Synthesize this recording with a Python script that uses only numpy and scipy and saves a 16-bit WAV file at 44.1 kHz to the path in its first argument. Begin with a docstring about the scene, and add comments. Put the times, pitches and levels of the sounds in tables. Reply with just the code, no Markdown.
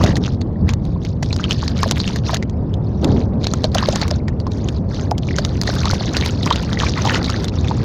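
"""At a steel basin of water, hands crumble a wet slab. Crumbs and drops strike the surface with sharp
ticks, trap bubbles that plop and raise a gritty fizz; then the hands slosh in the water. Ticks are noise
bursts over a short ring, bubbles are damped sines, and fizz and slosh are patchy noise with swarms of
tiny bubbles. A low rumble, probably wind or traffic, lies under it all."""
import sys
import numpy as np
from scipy import signal
from scipy.fft import rfft, irfft, next_fast_len
from scipy.io import wavfile
from scipy.ndimage import uniform_filter1d, map_coordinates

SR = 44100
rng = np.random.default_rng(int(sys.argv[2]) if len(sys.argv) > 2 else 0)


def digitize_waveform(pressure):
    """Quantize a signal to 16-bit integers and store it at the path in sys.argv[1].

    Rows of a 2-D input are taken as channels; values are limited to [-1, 1].
    """
    field = np.atleast_2d(pressure).T
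    bounded = np.clip(field, -1, 1)
    quanta = np.round(bounded * 32767).astype(np.int16)
    wavfile.write(sys.argv[1], SR, quanta)


N = 345744

# crumbs hitting the water: t/s, level/dB, ring f/Hz, edge level/dB (relative; higher is sharper)
CRUMB_HITS = [(0.0389, -13, 3470, -20), (0.063, -13, 2000, -34), (0.156, -10.5, 3980, -41),
              (0.168, -19, 1860, -16.5), (0.2588, -17.5, 2620, -44), (0.4146, -15, 4000, -39),
              (0.6913, -12, 2480, -31), (0.736, -18.5, 3900, -21.5), (0.852, -32.5, 4060, -19.5),
              (1.05, -22.5, 2190, -26.5), (1.2292, -15, 2000, -24), (1.3286, -8.5, 4180, -45),
              (1.3634, -15.5, 4870, -23.5), (1.441, -10, 2980, -52), (1.509, -1.5, 2970, -41),
              (1.52, -8.5, 2960, -45.5), (1.6792, -6.5, 4500, -34.5), (1.8314, -10, 3850, -20),
              (1.879, -24, 4230, -21.5), (1.9111, -3.5, 3820, -22), (1.981, -22, 4360, -18),
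              (2.001, -6, 4140, -46), (2.077, -8, 2740, -36), (2.16, -18, 1780, -22.5),
              (2.3445, -10.5, 3670, -20), (2.369, -13, 4080, -28), (2.426, -14.5, 2000, -40.5),
              (2.497, -30, 3280, -26.5), (2.74, -19.5, 3360, -41), (3.045, -12, 3600, -21.5),
              (3.4428, -5.5, 3680, -41.5), (3.469, -6, 4150, -31), (3.5367, -8.5, 6400, -25.5),
              (3.6421, -2.5, 4140, -36.5), (3.7182, -26.5, 4160, -52), (3.7485, -7.5, 4690, -22.5),
              (3.7829, -2.5, 3040, -41.5), (3.888, -9.5, 4900, -30), (3.9584, -4, 6850, -27),
              (4.015, -2.5, 4400, -42), (4.08, -28.5, 2160, -4.5), (4.111, -11, 5040, -27.5),
              (4.2824, -15.5, 1866, -41), (4.401, -19.5, 4400, -40.5), (4.468, -21.5, 4750, -39),
              (4.518, -19, 4000, -37), (4.687, -11, 3090, -34), (5.112, -9.5, 5570, -32.5),
              (5.181, -20.5, 3200, -19.5), (5.385, -8, 1560, -32), (5.3902, -24, 3800, -29),
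              (5.4495, -11.5, 3700, -23.5), (5.6146, -12.5, 5000, -16.5), (5.6345, -19, 4200, -18),
              (5.674, -8.5, 4250, -40.5), (5.7104, -25, 4270, -26), (5.738, -26, 3620, -18.5),
              (5.7534, -28.5, 4300, -14), (5.855, -6, 3800, -36), (5.9118, -10.5, 5000, -21.5),
              (6.1482, -12, 2600, -45), (6.1679, -1, 4460, -37.5), (6.261, -11.5, 4530, -18.5),
              (6.431, -11, 3800, -47), (6.4592, -11.5, 5270, -24.5), (6.505, -5, 3160, -39),
              (6.526, -4, 3670, -47.5), (6.559, -12, 2940, -30), (6.6282, -29, 4670, -11),
              (6.7302, -9, 3490, -39), (6.796, -14, 3550, -39), (6.8947, -11, 5400, -47),
              (7.051, -18.5, 3900, -21), (7.075, -14, 3200, -52), (7.155, -13.5, 5900, -28),
              (7.244, -8.5, 3980, -47), (7.3002, -9.5, 4400, -27), (7.444, -19, 3700, -17.5),
              (7.483, -11, 4100, -39), (7.645, -18, 2560, -42), (7.683, -13.5, 3620, -43.5)]
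# EQ of the spray: f/Hz, level/dB
SPRAY_EQ = [(600, 0.5), (1500, -5), (2500, -7.5), (4200, -4.5), (6800, -5.5), (7700, -20.5), (12000, -44.5),
            (16200, -55.5)]
# EQ of the thin top of a sharp splash: f/Hz, level/dB
EDGE_EQ = [(5000, -34), (8000, -4.5), (13500, -10.5), (15400, -10), (16000, -29.5)]


def crumb_ticks():
    """Each crumb cracks the surface, rings a tiny bubble and throws a short spray of its own colour."""
    s, db, hz, edge_db = shed_bits(*np.transpose(CRUMB_HITS)[:, :, None])
    spray_cycles, snap_cycles = 67, 17.3  # to fall 60 dB: small, high drops die soonest
    t = np.arange(2000) / SR
    taper = np.hanning(2 * len(t))[len(t):]
    noise = rng.standard_normal((len(s), 3, len(t)))
    crack = decay(t, 0.0045)
    tail = decay(t, np.clip(spray_cycles / hz, .005, .15)) * (1 - np.exp(-t / 0.00077)) * taper
    burst = noise[:, 0] * (amp(2) * crack + amp(-2.5) * tail)
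    tone = np.sin(2 * np.pi * hz * t)
    snap = tone * decay(t, snap_cycles / hz) * (1 - np.exp(-3 * t * hz))
    impact = amp(0.49 * (edge_db + 35.5)) * (burst + amp(2.5) * snap)
    # the surface rings in a noise band about 1 kHz wide, longer after a dull blow
    band = unit(uniform_filter1d(noise[:, 2], size=44, axis=1)) * tone
    ring_s = 0.068 * amp(-0.6 * (edge_db + 51.5))
    ring = band * decay(t, ring_s) * (1 - np.exp(-t / 0.0012)) * taper
    spray = place(s[:, 0], amp(db) * (impact + amp(-4) * ring))
    edge = place(s[:, 0], amp(db + edge_db + 15) * noise[:, 1] * decay(t, 0.0074))
    # the duller the blow, the louder and longer its plink
    plink_db = db - 8 - 0.77 * (edge_db + 39.5)
    plink_cycles = 7 * amp(-0.3 * (edge_db + 47))
    plink = bubbles(s[:, 0], plink_db[:, 0], hz[:, 0], plink_cycles, rise=0.0084, samples=1500)
    return coloured(spray, SPRAY_EQ) + coloured(edge, EDGE_EQ) + plink


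def shed_bits(s, db, hz, edge_db):
    """Every crumb sheds two quieter bits: one lands just before it, one after, each with its own ring."""
    before_s, after_s = 0.006, 0.014
    when, smallness, tuning = rng.uniform(size=(len(s), 3, 2)).transpose(1, 0, 2)
    bit_s = np.maximum(s + (.3 + .7 * when) * [-before_s, after_s], 0)
    bit_db = db - 19 * (.5 + smallness)
    bit_hz = hz * (.8 + .5 * tuning)
    bit_edge_db = edge_db - 6 * smallness
    pairs = zip((s, db, hz, edge_db), (bit_s, bit_db, bit_hz, bit_edge_db))
    return [np.concatenate([crumb, bits.T.reshape(-1, 1)]) for crumb, bits in pairs]


def plops():
    """Bigger lumps trap bigger, lower bubbles, each with a weaker companion a moment later."""
    # large trapped bubbles: t/s, level/dB, f/Hz
    trapped = [(0.01, -9.5, 1030), (0.038, -4, 608), (1.227, -12, 763), (1.307, -22, 2530),
               (1.397, -15, 1320), (1.629, -12.5, 1000), (1.831, -3, 1007), (1.86, -9, 583),
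               (2.294, -8.5, 990), (2.332, -10, 640), (3.454, -26, 2170), (3.538, -15.5, 1300),
               (3.642, -1.5, 525), (3.754, -5.5, 714), (3.827, -7.5, 960), (3.886, -3, 543),
               (3.931, -11, 596), (3.961, -13.5, 1060), (4.023, -9, 660), (4.113, -9.5, 626),
               (4.467, -13.5, 930), (5.116, -3.5, 796), (5.287, -18.5, 2410), (5.309, -17, 1810),
               (5.342, -26, 1950), (5.385, -7, 538), (5.677, -11.5, 1760), (5.763, -19, 1460),
               (5.813, -19, 1400), (5.844, -16, 1010), (5.857, -10, 990), (5.874, -11, 1150),
               (5.9, -11, 1370), (6.236, -15.5, 2230), (6.464, -9, 1030), (6.51, 0.5, 1020),
               (6.773, -13, 1980), (6.809, -13.5, 1670), (6.819, -12.5, 1080), (6.834, -6.5, 1060),
               (6.866, -13.5, 2320), (6.975, -13, 2030), (6.977, -14, 1020), (7.053, -6.5, 835),
               (7.072, -8, 850), (7.0858, -17, 2040), (7.117, -15, 1710), (7.142, -12, 910),
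               (7.1549, -10.5, 1860), (7.296, -10, 1180), (7.712, -8, 915)]
    s, db, hz = np.transpose(trapped)
    lag, detune = rng.uniform(size=(len(s), 2)).T
    companion_hz = hz * (.87 + .3 * detune)
    companion = bubbles(s + 0.009 * lag, db - 5, companion_hz, cycles=2.6, rise=0.025, samples=1500)
    return bubbles(s, db, hz, cycles=3 * hz[:, None] / 1000, rise=0.013, samples=1500) + companion


def fizz_and_slosh():
    """Grit and droplets patter, fingers rasp and the water churns, all riding the hands' movement."""
    # EQ of fingers grinding wet grit: f/Hz, level/dB
    rasp_eq = [(2200, -34.5), (3500, 4.5), (4500, 6.5), (6500, -5), (7600, -51.5)]
    churn_eq = [(400, -31), (900, -7), (1800, -10), (3200, -24), (6000, -47.5)]  # f/Hz, level/dB
    fizz_db, slosh_db = stirring()
    flutter = amp(3.2 * wobble(42) + 5.5 * np.clip(wobble(160), -3, 1.8))
    hiss = unit(coloured(flutter * patchy(depth_db=8, bins=8, frames=3), SPRAY_EQ))
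    grit = swarm(count=3000, hz=4060, octaves=0.59, spread_db=8.5, cycles=1.55, samples=250)
    grit = unit(coloured(grit, SPRAY_EQ))
    burble = swarm(count=4500, hz=1521, octaves=0.674, spread_db=5, cycles=5.9, samples=1200)
    churn = unit(coloured(patchy(depth_db=11, bins=3, frames=3), churn_eq))
    rasp = unit(coloured(patchy(depth_db=6.5, bins=6, frames=3), rasp_eq))
    spatter = amp(-1.5) * hiss + amp(0.5) * grit + amp(-17) * fine_spatter()
    # sharp spatter belongs to the busy moments; gentle squeezing mostly rasps
    busy = amp(0.6 * np.clip(fizz_db + 36, -30, 6))
    fizz = amp(-2) * rasp + busy * spatter
    slosh = amp(0.2) * burble + amp(0.5) * churn
    return amp(fizz_db) * fizz + amp(slosh_db) * slosh


def stirring():
    """Fizz and slosh envelopes in dB: each shower sets in fast, holds and fades; the loudest rules."""
    # crumb showers, finger rasps and hand splashes: t/s, hold/s, fizz level/dB, slosh over fizz/dB
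    showers = [(0.0, 0.11, -35, 2), (0.233, 0.048, -37, -8), (0.288, 0.055, -46.5, -15.5),
               (0.689, 0.0072, -37, 2.5), (0.827, 0.11, -53.5, -26), (1.023, 0.079, -45, -21),
               (1.242, 0.081, -42, -16.5), (1.388, 0.071, -41.5, -2), (1.495, 0.052, -35.5, -7),
               (1.566, 0.15, -38.5, -5.5), (1.762, 0.15, -37.5, -2.5), (1.955, 0.22, -36.5, -10.5),
               (2.256, 0.091, -33.5, -2.5), (2.834, 0.19, -54, -14.5), (3.022, 0.2, -43.5, -5),
               (3.412, 0.26, -44, -3.5), (3.754, 0.29, -35, -0.5), (4.103, 0.06, -42.5, -5),
               (4.524, 0.25, -46, -3), (4.909, 0.14, -39.5, -3), (5.234, 0.09, -41, -16),
               (5.364, 0.026, -34, -10.5), (5.423, 0.16, -42, -3.5), (5.657, 0.307, -33.5, -6.5),
               (6, 0.19, -36, -4), (6.159, 0.12, -33, -2.5), (6.295, 0.17, -39, -7.5),
               (6.463, 0.133, -34.5, 0), (6.623, 0.12, -39.5, 1.5), (6.794, 0.09, -31, -3.5),
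               (6.923, 0.05, -37, -9), (6.969, 0.065, -34, 3), (7.051, 0.12, -30, 1.5),
               (7.221, 0.23, -36.5, -1.5), (7.532, 0.43, -41, -3)]
    attack_db_per_s, release_db_per_s = 708, 362
    still_fizz_db, still_slosh_db = -63, -58  # the water left alone
    t = np.arange(0, N, 64) / SR
    s, hold, held_db, slosh_over_db = np.transpose(showers)[:, :, None]
    attack_db = attack_db_per_s * np.maximum(s - t, 0)
    release_db = release_db_per_s * np.maximum(t - s - hold, 0)
    shower_db = held_db - attack_db - release_db
    fizz_db = np.maximum(shower_db.max(0), still_fizz_db)
    slosh_db = np.maximum((shower_db + slosh_over_db).max(0), still_slosh_db)
    return per_sample(t, fizz_db), per_sample(t, slosh_db)


def fine_spatter():
    """The finest droplets crackle around the sharpest blows and are gone between them."""
    count, fade_db_per_s = 1300, 254
    drops = np.zeros(N)
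    drops[rng.integers(0, N, size=count)] = amp(7.8 * np.minimum(rng.exponential(1, size=count), 2.5))
    envelope = signal.fftconvolve(drops, decay(np.arange(400) / SR, 0.0058))[:N]
    crackle = unit(coloured(envelope * rng.standard_normal(N), EDGE_EQ))
    t = np.arange(0, N, 64) / SR
    s, db, _, edge_db = np.transpose(CRUMB_HITS)[:, :, None]
    near_blow_db = 0.5 * (db + edge_db + 37.5) - fade_db_per_s * np.abs(t - s)
    return amp(per_sample(t, near_blow_db.max(0))) * crackle


def rumble():
    """Probably wind or traffic: two wavering beds of low noise that swell briefly three times."""
    # EQ of the deep bed: f/Hz, level/dB
    deep_eq = [(20, -25.5), (81, 0), (204, -7.5), (300, -21.5), (390, -28), (660, -120)]
    # EQ of the upper bed: f/Hz, level/dB
    upper_eq = [(120, -36.5), (220, 3.5), (500, -6), (1000, -19.5), (1500, -34), (2500, -47.5), (6000, -78)]
    # swells of the rumble: t/s, hold/s, deep lift/dB, upper lift/dB, release/s
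    swells = [(0.0, 0.086, 5, 11, 0.18), (0.628, 0.017, 7.5, 2.5, 0.045), (3.031, 0.079, 6, 12.5, 0.14)]
    attack_s, climb_db_per_s = 0.011, 0.5332
    t = np.arange(N) / SR
    s, hold, deep_lift, upper_lift, release_s = np.transpose(swells)[:, :, None]
    swell = np.exp(-np.maximum(s - t, 0) / attack_s - np.maximum(t - s - hold, 0) / release_s)
    deep = unit(coloured(rng.standard_normal(N), deep_eq))
    upper = unit(coloured(rng.standard_normal(N), upper_eq))
    deep_db = -19 + (deep_lift * swell).sum(0) + 0.36 * wobble(11)
    upper_db = -30.5 + climb_db_per_s * t + (upper_lift * swell).sum(0) + 1.1 * wobble(14)
    return amp(deep_db) * deep + amp(upper_db) * upper


def bubbles(s, db, hz, cycles, rise, samples):
    """Trapped air rings as damped sines; most climb a little in pitch, each by its own amount."""
    turns = np.arange(samples) / SR * hz[:, None]
    decay_cycles = cycles * 2 ** (0.5 * np.clip(rng.standard_normal((len(s), 1)), -2, 0.7))
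    age = turns / decay_cycles
    glide = rise * (1 + 1.74 * rng.standard_normal((len(s), 1)))
    tone = np.sin(2 * np.pi * turns * (1 + glide * np.minimum(age, 3)))
    envelope = np.exp(-age) * (1 - np.exp(-4 * turns)) * np.hanning(2 * samples)[samples:]
    return place(s, amp(db)[:, None] * tone * envelope)


def swarm(count, hz, octaves, spread_db, cycles, samples):
    """Many small bubbles at random moments, a few far louder than the rest; rms 1."""
    s = rng.uniform(0, N / SR, count)
    pitch = np.clip(hz * 2 ** (octaves * rng.standard_normal(count)), 300, 6400)
    db = spread_db * np.minimum(rng.exponential(1, count), 3.1)
    return unit(bubbles(s, db, pitch, cycles, rise=0.019, samples=samples))


def patchy(depth_db, bins, frames):
    """Noise broken into small patches of pitch and time, as from many overlapping droplets."""
    spectrum = signal.stft(rng.standard_normal(N), nperseg=256)[2]
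    patches = uniform_filter1d(rng.standard_normal(spectrum.shape), size=bins, axis=0)
    patches = uniform_filter1d(patches, size=frames, axis=1)
    return signal.istft(spectrum * amp(depth_db * unit(patches)), nperseg=256)[1][:N]


def coloured(x, eq):
    """x through a minimum-phase EQ drawn by points of f/Hz, level/dB."""
    m = next_fast_len(N + SR // 2)
    hz, db = np.transpose(eq)
    gain = amp(np.interp(np.log(np.fft.rfftfreq(m, 1 / SR) + 1), np.log(hz), db))
    cepstrum = irfft(np.log(gain), m)
    cepstrum[1:m // 2] *= 2
    cepstrum[m // 2 + 1:] = 0
    return irfft(rfft(x, m) * np.exp(rfft(cepstrum)), m)[:N]


def place(s, sounds):
    """Mix of short sounds, one per row, starting at times s."""
    at = np.round(s * SR).astype(int)[:, None] + np.arange(sounds.shape[1])
    return np.bincount(at.ravel(), sounds.ravel(), N)[:N]


def wobble(rate):
    """A smooth random curve, rate knots a second."""
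    knots = rng.standard_normal(int(N * rate / SR) + 4)
    return map_coordinates(knots, [np.arange(N) * rate / SR])


def per_sample(t, values):
    return np.interp(np.arange(N) / SR, t, values)


def decay(t, t60):
    return amp(-60 * t / t60)


def amp(db):
    return 10 ** (np.asarray(db) / 20)


def unit(x):
    return x / np.sqrt(np.mean(x ** 2) + 1e-20)


def scene():
    """The water in its basin over the rumble, in mono."""
    water = crumb_ticks() + plops() + fizz_and_slosh()
    return (water + rumble())[None]


def record(dry):
    """A soft clip rounds off the loudest peaks; a steep low-pass cuts the very top."""
    ceiling, top_hz = 1.05, 16800
    soft = dry / (1 + np.abs(dry / ceiling) ** 4) ** (1 / 4)
    m = next_fast_len(N + SR // 2)
    passband = np.fft.rfftfreq(m, 1 / SR) < top_hz
    return irfft(rfft(soft, m) * passband, m)[:, :N]


dry = scene()
out = record(dry)
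digitize_waveform(out)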